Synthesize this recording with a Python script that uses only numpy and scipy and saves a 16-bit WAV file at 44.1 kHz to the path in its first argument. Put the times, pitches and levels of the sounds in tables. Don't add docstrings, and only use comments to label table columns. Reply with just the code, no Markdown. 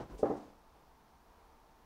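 import sys
import numpy as np
from scipy import signal
from scipy.fft import rfft, irfft, next_fast_len
from scipy.io import wavfile

SR = 44100
rng = np.random.default_rng(int(sys.argv[2]) if len(sys.argv) > 2 else 0)


def unload_wav(signal):
    wavfile.write(
        sys.argv[1],
        SR,
        np.round(np.clip(np.atleast_2d(signal).T, -1, 1) * 32767).astype(np.int16),
    )


N = 81585

# freq_hz, relative_db
AIR_COLOUR = [(12, -13), (22, 3.5), (36, -3), (70, -4.5), (88, -14.5), (300, -12.5), (560, -17), (760, -11),
              (1000, -11), (1250, -17), (2000, -26), (3200, -30), (5700, -32), (7600, -38.5),
              (15500, -37.5)]
# centre_hz, level_db, half_width_hz
HUM_BANDS = [(68.5, -79, 7.3), (224, -85.5, 14), (455.5, -81.5, 8.1), (671, -81, 16), (892.4, -75, 25)]
# time_s, gain_db
RUSH_DRIFT = [(.6, -1.5), (.78, -0.3), (1.0, -1), (1.2, -1), (1.4, 1.5), (1.6, -0.1), (1.69, -.7),
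              (1.78, -0.2)]
# start_s, level_db, attack_s, hold_s, t60_s
HAND_SHIFTS = [(.01, -54.5, 0.0087, 0.026, 0.14), (0.087, -48.5, 0.05, .015, 0.53),
               (0.74, -69, .015, 0.012, 0.097)]
# freq_hz, relative_db
RUMBLE_COLOUR = [(12, -25), (28, -12), (45, 1), (62, -10), (90, -23.5), (200, -58)]
# time_s, level_db
RUSTLE_ENVELOPE = [(0, -82), (.07, -77.5), (.12, -70), (.16, -78), (.23, -67), (.32, -67), (.43, -68.5),
                   (.5, -75), (.56, -90), (0.699, -110)]
# freq_hz, relative_db
RUSTLE_COLOUR = [(300, -10), (1200, 5.5), (2500, -1), (6200, -5), (9000, -13.5), (15000, -24)]
# start_s, level_db, attack_s, hold_s, t60_s
SWISHES = [(.175, -63.5, 0.012, 0.014, 0.18), (0.362, -72.5, 0.0047, 0.0067, 0.17)]
# freq_hz, relative_db
SWISH_COLOUR = [(1000, -13), (3000, -3.5), (6000, -1.5), (8500, -3.5), (11000, -12), (15000, -26)]
# start_s, level_db, attack_s, hold_s, t60_s
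SCUFFS = [(0, -42, 0.001, 0.009, 0.25), (0.079, -52, 0.022, 0.049, 0.25), (0.424, -62, .02, 0.027, 0.31),
          (0.747, -66, 0.017, 0.018, 0.5), (1.77, -71, .01, 0.011, 0.085)]
# freq_hz, relative_db
SCUFF_COLOUR = [(80, -23), (125, 6.5), (200, -3), (310, 1), (480, -1), (800, -7), (1100, -9.5),
                (1600, -19.5), (2500, -27.5), (5500, -33)]
# freq_hz, t60_s
ROOM_DECAY = [(100, 0.74), (400, 0.48), (1000, 0.54), (3000, 0.35)]
# freq_hz, relative_db
BOARD_COLOUR = [(90, -27.5), (200, -4), (320, -4), (520, 1.5), (800, 0), (1200, -6.5), (1800, -8.5),
                (2600, -22.5), (6000, -19.5)]
# pitch_hz, relative_db, t60_s
FLOOR_MODES = [(64.7, -50.5, 0.31), (129, -57, 0.43), (211.4, -50.5, 0.53), (260, -48, 0.35),
               (299.2, -36, 0.38), (357, -37.5, 0.24), (425.3, -30, 0.11), (444.3, -28, 0.17),
               (494.6, -26, 0.068), (560, -31, 0.14), (675, -39.5, 0.23), (786.5, -27, 0.11),
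               (1047.5, -36.5, 0.17), (1245, -39.5, 0.093)]
# start_s, gain_db, cutoff_hz
FOOT_CONTACTS = [(.192, -14.5, 444), (.2282, -5, 1030), (.2297, 7, 513), (.2378, -1, 446),
                 (.2535, -5.5, 1800), (.3005, 0, 594), (.3084, -11.5, 593), (.3354, -10.5, 596)]

TIME_S = np.arange(N) / SR


def amp(db):
    return 10 ** (np.asarray(db) / 20)


def unit_rms(x):
    return x / np.sqrt(np.mean(x ** 2) + 1e-20)


def decay(t_s, t60_s):
    return np.exp(-np.log(1000) * t_s / t60_s)


def onset(attack_s):
    return 1 - np.exp(-TIME_S / attack_s)


def envelope(points):
    return amp(np.interp(TIME_S, *np.transpose(points)))


def interp_log_hz(points, hz):
    points_hz, values = np.transpose(points)
    return np.interp(np.log(hz + 1), np.log(points_hz + 1), values)


def filtered(x, response):
    size = next_fast_len(len(x) + SR // 2)
    hz = np.fft.rfftfreq(size, 1 / SR)
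    return irfft(rfft(x, size) * response(hz), size)[:len(x)]


def noise(colour):
    return unit_rms(filtered(rng.standard_normal(N), lambda hz: amp(interp_log_hz(colour, hz))))


def rubbing(strokes, colour):
    out = np.zeros(N)
    for start_s, level_db, attack_s, hold_s, t60_s in strokes:
        age_s = TIME_S - start_s
        swell = np.clip(age_s / attack_s, 0, 1)
        release = decay(np.maximum(age_s - attack_s - hold_s, 0), t60_s)
        out += amp(level_db) * swell * release * noise(colour)
    return out


def room_noise(air_db=-63.5, crossover_hz=1990):
    air = amp(air_db) * noise(AIR_COLOUR)
    for centre_hz, level_db, half_width_hz in HUM_BANDS:
        band = lambda hz: np.exp(-2 * ((hz - centre_hz) / half_width_hz) ** 2)
        air += amp(level_db) * unit_rms(filtered(rng.standard_normal(N), band))
    rush = filtered(air, lambda hz: 1 / (1 + (hz / crossover_hz) ** 2))
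    hiss = air - rush
    return hiss + rush * envelope(RUSH_DRIFT)


def handling_rumble():
    return rubbing(HAND_SHIFTS, RUMBLE_COLOUR)


def clothes():
    rustle = envelope(RUSTLE_ENVELOPE) * noise(RUSTLE_COLOUR)
    return rustle + rubbing(SWISHES, SWISH_COLOUR)


def foot_scuffs(cutoff_hz=7500):
    return filtered(rubbing(SCUFFS, SCUFF_COLOUR), lambda hz: 1 / (1 + (hz / cutoff_hz) ** 6))


def room_tail(gain_db=-37.5):
    hz, frame_s, spectra = signal.stft(noise(BOARD_COLOUR), SR, nperseg=512)
    t60_s = interp_log_hz(ROOM_DECAY, hz)[:, None]
    _, tail = signal.istft(spectra * decay(frame_s, t60_s), SR)
    return amp(gain_db) * tail[:N] * onset(attack_s=0.0051)


def floor_ring(scatter_db=0.47, thud_gain_db=-34):
    modes = np.zeros(N)
    for pitch_hz, relative_db, t60_s in FLOOR_MODES:
        gain = amp(relative_db + scatter_db * rng.standard_normal())
        modes += gain * decay(TIME_S, t60_s) * np.sin(2 * np.pi * pitch_hz * TIME_S)
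    thud = amp(thud_gain_db) * noise(BOARD_COLOUR) * decay(TIME_S, t60_s=0.1)
    return modes * onset(attack_s=0.0017) + thud * onset(attack_s=0.0013)


def footstep():
    out = np.zeros(N)
    for start_s, gain_db, cutoff_hz in FOOT_CONTACTS:
        cushion = lambda hz: 1 / (1 + 1j * np.sqrt(2) * hz / cutoff_hz - (hz / cutoff_hz) ** 2)
        blow = filtered(floor_ring() + room_tail(), cushion)
        start = round(start_s * SR)
        out[start:] += amp(gain_db) * blow[:N - start]
    return out


def scene():
    return (footstep() + foot_scuffs() + clothes() + handling_rumble() + room_noise())[None]


def record(dry):
    cutoff_hz = 15780
    return np.array([filtered(channel, lambda hz: hz < cutoff_hz) for channel in dry])


dry = scene()
out = record(dry)
unload_wav(out)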